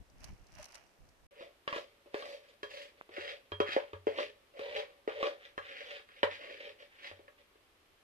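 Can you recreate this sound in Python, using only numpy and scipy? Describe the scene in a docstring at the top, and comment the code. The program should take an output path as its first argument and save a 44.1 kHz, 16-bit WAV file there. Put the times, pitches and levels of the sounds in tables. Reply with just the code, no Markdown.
"""A spoon knocks into a plastic bowl on a kitchen table, to the right, and scrapes sticky dough off its wall.
Blows are struck sums of fading sines; scraping sends rough grains through the same bowl, plus rasp and hiss.
The table thumps along, and a small room answers with scattered echoes over quiet air.
Before the kitchen comes about a second of snowy yard, then a short silent cut: shaped noise makes the wind,
and grains of noise make the crunching snow."""
import sys
import numpy as np
from scipy import signal
from scipy.fft import rfft, irfft, next_fast_len
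from scipy.io import wavfile
from scipy.ndimage import uniform_filter1d, map_coordinates

SR = 44100
rng = np.random.default_rng(int(sys.argv[2]) if len(sys.argv) > 2 else 0)


def to_wav(sig):
    """Store sig (one row per channel, or 1-D mono) as 16-bit WAV at the path in sys.argv[1].

    Samples outside -1..1 are clipped; the rate is SR.
    """
    pcm = np.clip(np.atleast_2d(sig), -1, 1) * 32767
    pcm = np.round(pcm).astype(np.int16)
    wavfile.write(sys.argv[1], SR, pcm.T)  # frames by channels


def linear_from_db(decibels):
    """Turn decibels (scalar or array-like) into linear amplitude factors; 0 gives 1."""
    return 10 ** (np.asarray(decibels, float) / 20)


N = 354123  # length in samples

# Spoon blows. Each row: start in seconds, level in dB, tone of the struck spot in Hz,
# hardness in dB (more means more treble), table thump in dB (more means more thump).
KNOCKS = [(1.408, -51.5, 350, 0, -34), (1.677, -35.5, 624, 1.5, -64), (1.727, -52.5, 348, 14.5, -39),
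          (1.761, -39.5, 322, 0, -49), (2.059, -56, 370, -13, -12), (2.143, -31.5, 420, -8, -42),
          (2.223, -45, 579, 2, -26), (2.631, -39.5, 420, -0.5, -24), (3.091, -51.5, 390, -8.5, -14),
          (3.18, -38.5, 355, -26, -18), (3.519, -38.5, 400, -4, 1), (3.602, -21, 420, -10.5, -23),
          (3.689, -40, 408, -5.5, -30), (3.764, -18.5, 544, -20.5, -55), (3.932, -40.5, 428, -6, 1),
          (4.069, -22, 440, -21, -25), (4.186, -33, 564, -4.5, -50), (4.593, -38, 480, -5.5, -27),
          (5.076, -26.5, 474, -16.5, -43.5), (5.228, -31.5, 580, -3, -38), (5.578, -37, 504, -2.5, -18),
          (6.089, -70, 452, 11.5, -25), (6.231, -21.5, 520, -7, -23), (7.113, -44.5, 595, -10.5, -6.5),
          (7.193, -52.5, 352, -31, -4), (7.28, -58, 554, -0.5, -28), (7.555, -64, 417, -6, -24)]
# Ringing tones of the bowl. Each row: pitch in Hz, level in dB, time to fade by 60 dB in seconds
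# when nothing damps it further.
BOWL = [(259.5, -44.5, 0.12), (350, -27, 0.14), (369.2, -4.5, 0.11), (420, -7, 0.26), (442.4, -6, 0.15),
        (456.6, 0, 0.07), (536.6, -1.5, 0.12), (576.5, 2, 0.13), (621, -7, 0.053), (700, 0, 0.043),
        (791, 0, 0.034), (948, -7, 0.042), (1015, -8, 0.027), (1159.4, 4, 0.04), (1317, 1.5, 0.021),
        (1667, 2, 0.066), (1880, -51, 0.1), (1842, 18.5, 0.0096), (2120, -14, 0.047), (2205, -1.5, 0.019),
        (2396, -20.5, 0.043), (2688, -18, 0.087), (2953, 2, 0.019), (3220, -1, 0.22), (3600, -22.5, 0.033),
        (3590, -18, 0.02), (3990, 2, 0.022), (4240, 6, 0.015)]
# Ringing tones of the table. Each row: pitch in Hz, level in dB, time to fade by 60 dB in seconds.
TABLE = [(92.6, 1.5, 0.31), (83.7, -5, 0.23), (56, -10, 0.15)]
# Colour of the shearing dough film, also of the crack of a blow. Each row: frequency in Hz, level in dB.
RASP = [(400, -13), (800, -12), (1200, -14), (1700, -3.5), (2400, -3.5), (3200, -5.5), (4000, -13.5),
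        (5000, -21.5), (7000, -39), (14000, -66)]
BODY_TOP_HZ = 860  # tones below belong to the whole bowl, tones above to the wall at the spoon


def knocks():
    """Each blow rings the bowl most near the tone of its spot, with treble, a noisy crack and a table thump."""
    out, hz = np.zeros(N + SR), np.transpose(BOWL)[0][:, None]
    t = np.arange(SR // 3) / SR
    chances = rng.standard_normal((len(KNOCKS), len(BOWL), 1))  # no two blows ring the tones alike
    cracks = rng.standard_normal((len(KNOCKS), len(t)))
    push = signal.windows.hann(30)  # the soft contact lasts under a millisecond
    for (s, db, spot_hz, hard_db, thump_db), chance, crack in zip(KNOCKS, chances, cracks):
        near = 0.084 + 1 / (1 + (np.log(hz / spot_hz) / 0.1) ** 2)
        body = ring(BOWL, near * (hz < BODY_TOP_HZ) * linear_from_db(2.8 * chance))
        body = radiated(np.convolve(body, push)[:len(t)])
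        # a quick build-up, and a stronger start that the spoon damps
        body = body * (1 + 0.23 * linear_from_db(-60 * t / 0.11)) * (1 - np.exp(-t / 0.00022))
        treble = ring(BOWL, (hz >= BODY_TOP_HZ) * chance * (1200 / hz) ** 1.6, 1.4)
        crack = evened(coloured(crack, RASP)) * linear_from_db(-60 * t / 0.031) * (1 - np.exp(-t / 0.0001))
        treble = treble / abs(treble).max() + 0.42 * crack
        thump = ring(TABLE) * (1 - np.exp(-t / 0.012))  # the heavy top takes time to swing
        blow = body / abs(body).max() + linear_from_db(hard_db + 5.5) * treble + linear_from_db(thump_db - 10.0) * thump
        out[round(s * SR):][:len(t)] += linear_from_db(db + 0.5) * blow
    return out[:N]


# Spoon strokes along the wall. Each row: start in seconds, rise in seconds, hold in seconds,
# scrape level in dB, weight on the spoon in dB (more means more bowl in the scrape).
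STROKES = [(1.308, 0.11, 0.011, -61, 5), (1.679, 0.077, 0.0075, -49.5, 2.5), (2.064, 0.1, 0.0078, -77, 10),
           (2.122, 0.047, 0.18, -60.5, 1.5), (2.412, 0.049, 0.035, -69, 1), (2.64, 0.078, 0.11, -56.5, -3),
           (2.948, 0.046, .001, -70, -1), (3.111, 0.064, .13, -50.5, -3.5),
           (3.645, 0.075, .005, -41.5, -30), (4.108, 0.095, 0.0072, -45, 2),
           (4.536, 0.079, 0.098, -55.5, 5), (4.718, 0.051, 0.0024, -43.5, 4.5),
           (5.076, 0.19, 0.0036, -47.5, 7.5), (5.375, 0.07, 0.01, -61.5, -19.5),
           (5.572, 0.1, .29, -54.5, -7.5), (6.057, 0.13, 0.0041, -60.5, -11),
           (6.286, 0.019, 0.048, -51, -16), (6.362, 0.046, 0.27, -56.5, -1.5),
           (6.756, 0.046, 0.025, -62, -6.5), (6.897, 0.15, 0.036, -56.5, -17.5),
           (7.123, 0.023, 0.024, -73, -15), (7.373, 0.012, 0.02, -70.5, -4)]
TOUCH_DB, LIFT_DB_PER_S = -16.5, 281.5  # a stroke starts this far under its peak; it fades as the spoon lifts
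TRAIL_DB, TRAIL_DB_PER_S = -17.5, 100  # dough threads go on peeling after the lift
LOAD_DB, LOAD_S = 2.5, 0.26  # the spoon gathers dough after the rise and presses harder
SKID_DB, SKID_SHARE = -31.5, 0.84  # after a blow the spoon skids, louder for a louder blow
SKID_WEIGHT_DB, SKID_DB_PER_S = 9, 262


def contact():
    """Level of the scraping, weight on the spoon and its speed 0-1, summed in power over strokes and skids."""
    t = np.arange(0, N + 64, 64) / SR  # one point every 64 samples
    start, rise, hold, db, weight_db = np.transpose(STROKES)[:, :, None]
    after = np.maximum(t - start - rise - hold, 0)
    lift = linear_from_db(-LIFT_DB_PER_S * after) ** 2
    trail = (after > 0) * linear_from_db(TRAIL_DB - TRAIL_DB_PER_S * after) ** 2
    swell_db = db + TOUCH_DB * np.maximum(1 - (t - start) / rise, 0)
    strokes = (t >= start) * linear_from_db(swell_db) ** 2 * (lift + trail)
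    load_db = LOAD_DB * np.clip((t - start - rise) / LOAD_S, 0, 1)
    loaded = strokes * linear_from_db(weight_db + load_db) ** 2
    s, blow_db = np.transpose(KNOCKS)[:2, :, None]
    skid_db = SKID_DB + SKID_SHARE * blow_db - SKID_DB_PER_S * abs(t - s)
    skids = ((t >= s) * linear_from_db(skid_db) ** 2).sum(0)
    power = strokes.sum(0) + skids + 1e-20
    heavy = loaded.sum(0) + skids * linear_from_db(SKID_WEIGHT_DB) ** 2 + 1e-20
    speed = (strokes * np.clip((t - start) / (rise + hold), 0, 1)).sum(0) / power
    return [curve(np.c_[t, v]) for v in (np.sqrt(power), 10 * np.log10(heavy / power), speed)]


# Colour of the thin tearing film. Each row: frequency in Hz, level in dB.
HISS = [(3000, -7.5), (4500, -0.5), (6500, -15.5), (9000, -22), (14300, -30.5)]
# How strong the hiss is. Each row: time in seconds, hiss over scrape in dB.
HISS_LEVEL = [(1.3, -15), (1.9, -6.5), (2.3, -5), (2.9, -7.5), (3.2, -16), (3.8, -18.5), (4.3, -15),
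              (5.1, -17), (5.3, -16), (5.8, -19), (6.8, -20.5), (7.1, -15), (8.1, -16.5)]
WALL_TOP_HZ = 1450  # tones above ring only in the patch under the edge
SLOW_COLOUR, FAST_COLOUR = 0.89, 1.053  # pitch factors: the rasp slides up as a stroke gathers speed


def scraping():
    """Stick-slip grains at the spoon edge drive the bowl at a wandering spot; the dough film rasps and hisses."""
    level, weight_db, speed = contact()
    hz = np.transpose(BOWL)[0][:, None]
    whole, patch = hz < BODY_TOP_HZ, hz >= WALL_TOP_HZ
    broad = ~whole & ~patch
    stutter_db = 2.45 * evened(uniform_filter1d(rng.standard_normal(N), 500))  # the edge catches unevenly
    press = level * linear_from_db(stutter_db)
    slips = evened(grains(900, 2.73, 0.66))
    bowl = np.zeros(N)
    for share, chance in zip(wandering(count=4, per_s=7), rng.standard_normal((4, len(BOWL), 1))):
        mix = np.sign(chance) * linear_from_db(1.7 * chance)  # each spot excites its own mix of tones
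        low = ring(BOWL, mix * whole, 1.48)
        middle = ring(BOWL, mix * broad, 2.3)
        high = ring(BOWL, mix * patch, 2.5)
        drive = share * slips * press
        # broad wall bending follows the weight half way
        bowl += signal.oaconvolve(drive * linear_from_db(0.5 * weight_db - 8.0), middle / np.linalg.norm(middle))[:N]
        bowl += signal.oaconvolve(drive * linear_from_db(weight_db), low / np.linalg.norm(low))[:N]
        bowl += linear_from_db(-14.0) * signal.oaconvolve(drive, high / np.linalg.norm(high))[:N]
    slow = evened(coloured(slips, np.multiply(RASP, (SLOW_COLOUR, 1))))
    fast = evened(coloured(slips, np.multiply(RASP, (FAST_COLOUR, 1))))
    rasp = linear_from_db(0.5) * (slow + speed * (fast - slow))
    hiss = linear_from_db(curve(HISS_LEVEL)) * evened(coloured(grains(2500, 1.7, 0.8), HISS))
    drag = signal.oaconvolve(slips * press * linear_from_db(weight_db), ring(TABLE))[:N]  # the table shakes along
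    return radiated(bowl + press * (rasp + hiss)) + linear_from_db(-62.0) * drag


def radiated(x):
    """A small bowl is too small to send out deep bass, so the sound is thinned below 294 Hz."""
    return signal.sosfilt(signal.butter(4, 294, "high", fs=SR, output="sos"), x)


def tick():
    """One dry tick, as of a dough thread snapping: a tiny burst of one tone."""
    return pop(3.0122, -30.5, 980, 0.24)


# How fast the room dies away. Each row: frequency in Hz, time to fade by 60 dB in seconds.
ROOM = [(100, 0.37), (500, 0.2), (2000, 0.17), (8000, 0.19)]
# Colour of the sound fed to the echoes. Each row: frequency in Hz, level in dB.
WET = [(100, -14), (400, -14), (1000, 5), (3000, -0.5), (10000, 7)]


def room(x):
    """Sparse taps of random sign, each band dying at its own speed; echoes change as hands and bowl move."""
    taps = np.zeros((5, 2, SR // 2))
    at = np.arange(60, SR // 2 - 20, 20)
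    at = at + rng.integers(0, 20, (5, 2, len(at)))
    np.put_along_axis(taps, at, rng.choice([-1., 1.], at.shape), 2)
    hz, t, bands = signal.stft(taps, SR, nperseg=256)
    t60 = np.maximum(read(ROOM, hz), 0.05)[:, None]
    tails = signal.istft(bands * linear_from_db(-60 * t / t60), SR, nperseg=256)[1]
    fed = wandering(count=5, per_s=9)[:, None] * coloured(x, WET)
    return signal.fftconvolve(fed, tails / np.linalg.norm(tails[0, 0]), axes=2)[..., :N].sum(0)


# Difference between the sides. Each row: frequency in Hz, left over right in dB.
SHADE = [(60, 0), (240, 0.5), (930, 1.5), (3640, -2), (14300, 3)]
# Colour of the still kitchen air. Each row: frequency in Hz, level in dB.
AIR = [(12, -61), (20, 0), (91, -2.5), (149, -10.5), (412, -1), (557, -5.5), (1020, -7.5), (1110, -4.5),
       (1420, -7.5), (2980, -8), (6810, -21), (12800, -21), (14300, -26)]
AIR_DB = -68.5


def kitchen():
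    """The bowl is to the right: its sound reaches the left side later, by a lag that wanders."""
    bowl = knocks() + scraping()
    near = bowl + tick()  # the tick gets no echo
    lag = 15 + 8 * (wandering(count=2, per_s=12)[0] ** 2 - 0.5)  # in samples
    late = map_coordinates(near, [np.arange(N) - lag], order=3)
    direct = np.array([coloured(late, SHADE, 0.5), coloured(near, SHADE, -0.5)])
    return linear_from_db(3.0) * direct + room(bowl) + air(AIR, AIR_DB)


# Boots in snow. Each row: deepest moment in seconds, crush level in dB,
# sinking time in seconds, settling time in seconds (both to 20 dB down).
STEPS = [(0.237, -56.5, 0.054, 0.13), (0.608, -54, 0.11, 0.14), (0.75, -58.5, 0.043, 0.12)]
# Colour of the crushed snow. Each row: frequency in Hz, level in dB.
CRUSH = [(180, -52), (300, -41), (587, -1.5), (1340, -6.5), (2830, -6), (3630, -22), (4000, -19),
         (5200, -37), (8800, -120)]
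# Colour of the hard crust, for crackle and snaps. Each row: frequency in Hz, level in dB.
CRUST = [(2060, -29), (3500, -6), (3600, -27), (3760, -5), (5840, 5), (7180, -8.5), (11200, -10.5),
         (14300, -23)]
SNOW_REST_DB, CRACKLE_DB = -80.5, -6  # the snow keeps creaking between steps; crackle over crush


def footsteps():
    """Snow crushed in dense grains under a crackling crust, swelling and settling with each step."""
    s, db, sinking, settling = np.transpose(STEPS)[:, :, None]
    late = np.arange(N) / SR - s
    tread = linear_from_db(SNOW_REST_DB) + linear_from_db(db - 20 * np.maximum(-late / sinking, late / settling)).sum(0)
    crush = shared(grains(1600, 6.2, 0.18), grains(1300, 6.3, 0.97), 0.043)
    crackle = shared(grains(840, 15, 0.15), grains(700, 5.6, 1.0), 0.055)
    return tread * (evened(coloured(crush, CRUSH)) + linear_from_db(CRACKLE_DB) * evened(coloured(crackle, CRUST)))


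# Crust snaps. Each row: start in seconds, level in dB.
CRACKS = [(0.1, -59), (0.205, -53), (0.2422, -36), (0.4678, -54.5), (0.552, -49), (0.593, -65),
          (0.628, -40), (0.643, -41), (0.6553, -41), (0.7218, -48), (0.7452, -41.5), (0.7538, -38),
          (1.089, -56)]


def crust_snaps():
    """Each snap of the crust is a few milliseconds of quickly fading noise."""
    snaps, t = np.zeros((2, N)), np.arange(400) / SR
    for (s, db), noise in zip(CRACKS, rng.standard_normal((len(CRACKS), 2, 400))):
        snaps[:, round(s * SR):][:, :400] += linear_from_db(db - 6.0 - 60 * t / 0.026) * evened(coloured(noise, CRUST))
    return snaps


def thud():
    """Packed snow gives way under a boot: a short smooth burst of one tone."""
    return pop(0.602, -46, 605, 5.2)


# Colour of the wind. Each row: frequency in Hz, level in dB.
WIND = [(12, -27), (20, 8), (201, -9.5), (336, -19), (380, -34), (400, -17), (520, -63), (880, -120)]
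# Strength of the wind on the microphone. Each row: time in seconds, level in dB.
GUSTS = [(0.0, -55), (0.02, -51), (0.038, -70), (0.328, -46), (0.382, -73), (0.41, -56), (0.476, -71),
         (0.606, -53.5), (0.656, -71), (0.74, -73), (0.792, -72), (0.974, -81), (1.002, -59),
         (1.168, -75.5), (1.26, -68)]


def gusts():
    """Lumpy wind on the microphone: low noise, separate for each side, rising and falling."""
    return evened(coloured(rng.standard_normal((2, N)), WIND)) * linear_from_db(curve(GUSTS))


# Colour of the still yard air. Each row: frequency in Hz, level in dB.
YARD_AIR = [(12, -34), (20, -28), (331, -4.5), (379, -6), (605, -4.5), (1340, -11.5), (1630, -12),
            (12500, -26), (14300, -27)]
YARD_AIR_DB = -69.5


def yard():
    """Steps, snaps and a thud in the snow, with wind and steady air behind."""
    return footsteps() + crust_snaps() + thud() + gusts() + air(YARD_AIR, YARD_AIR_DB)


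# How alike the air sounds on both sides. Each row: frequency in Hz, likeness from 0 to 1.
SAME = [(30, 0.64), (100, .7), (400, 0.73), (1200, 0.017), (14000, 0)]


def air(points, db):
    """Steady background noise of a place, partly alike on both sides in the bass."""
    a, b = rng.standard_normal((2, N))
    same = np.clip(read(SAME, np.fft.rfftfreq(N, 1 / SR)), 0, 1)
    b = irfft(same * rfft(a) + np.sqrt(1 - same ** 2) * rfft(b), N)
    return linear_from_db(db) * evened(coloured(np.array([a, b]), points))


def ring(modes, weight=1, damping=1):
    """Ringing of a struck body: a sum of fading sines; more damping fades them sooner."""
    hz, db, t60 = np.transpose(modes)[:, :, None]
    t = np.arange(SR // 3) / SR
    return (weight * linear_from_db(db - 60 * damping * t / t60) * np.sin(2 * np.pi * hz * t)).sum(0)


def grains(per_s, spread_db, smooth):
    """Sparse clicks of uneven size over a smooth bed of noise."""
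    size_db = spread_db * np.minimum(rng.exponential(1, N), 4)
    clicks = (rng.random(N) < per_s / SR) * linear_from_db(size_db) * rng.choice([-1, 1], N)
    return evened(clicks) + smooth * rng.standard_normal(N)


def pop(s, db, hz, cycles):
    """A short smooth burst of one tone."""
    t = np.arange(N) / SR - s
    return linear_from_db(db) * np.sin(2 * np.pi * hz * t) * np.exp(-(t * hz / cycles) ** 2)


def shared(left, right, alike):
    """Two sides, each with a little of the other."""
    return np.array([left + alike * right, right + alike * left])


def wandering(count, per_s):
    """Windows that hand over to each other at random; their squares sum to one."""
    coarse = rng.standard_normal((count, int(N / SR * per_s) + 2)) ** 2 + 1e-6
    shares = np.array([np.interp(np.arange(N) * per_s / SR, np.arange(len(c)), c) for c in coarse])
    return np.sqrt(shares / shares.sum(0))


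def curve(rows):
    """A curve of (seconds, value) rows, read at every sample."""
    return np.interp(np.arange(N) / SR, *np.transpose(rows))


def evened(x):
    """Scales to an rms of one."""
    return x / np.sqrt(np.mean(x ** 2) + 1e-20)


def read(points, hz):
    """A table over frequency, read at the given frequencies."""
    f, value = np.transpose(points)
    return np.interp(np.log(hz + 1), np.log(f + 1), value)


def coloured(x, points, share=1):
    """Filters by a colour table; share scales its dB."""
    n = x.shape[-1]
    size = next_fast_len(n)
    gain = linear_from_db(share * read(points, np.fft.rfftfreq(size, 1 / SR)))
    return irfft(rfft(x, size) * gain, size)[..., :n]


def scene():
    """The yard fades out, a short silence follows, the kitchen fades in."""
    t = np.arange(N) / SR
    cut_s, kitchen_s, fade_s = 1.268, 1.309, 0.00079
    yard_fade = np.clip((cut_s - t) / fade_s, 0, 1)
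    kitchen_fade = np.clip((t - kitchen_s) / fade_s, 0, 1)
    return kitchen() * kitchen_fade + yard() * yard_fade


def top_cut(x):
    """Nothing passes above the cut-off."""
    return signal.sosfilt(signal.butter(12, 14890, fs=SR, output="sos"), x)


def record(dry):
    """Removes the treble above 14300 Hz and finishes the mix."""
    low_pass = signal.firwin(511, 14300, window=("kaiser", 9), fs=SR)
    limited = signal.oaconvolve(dry, low_pass[None], "same")
    return top_cut(limited)


dry = scene()
out = record(dry)
to_wav(out)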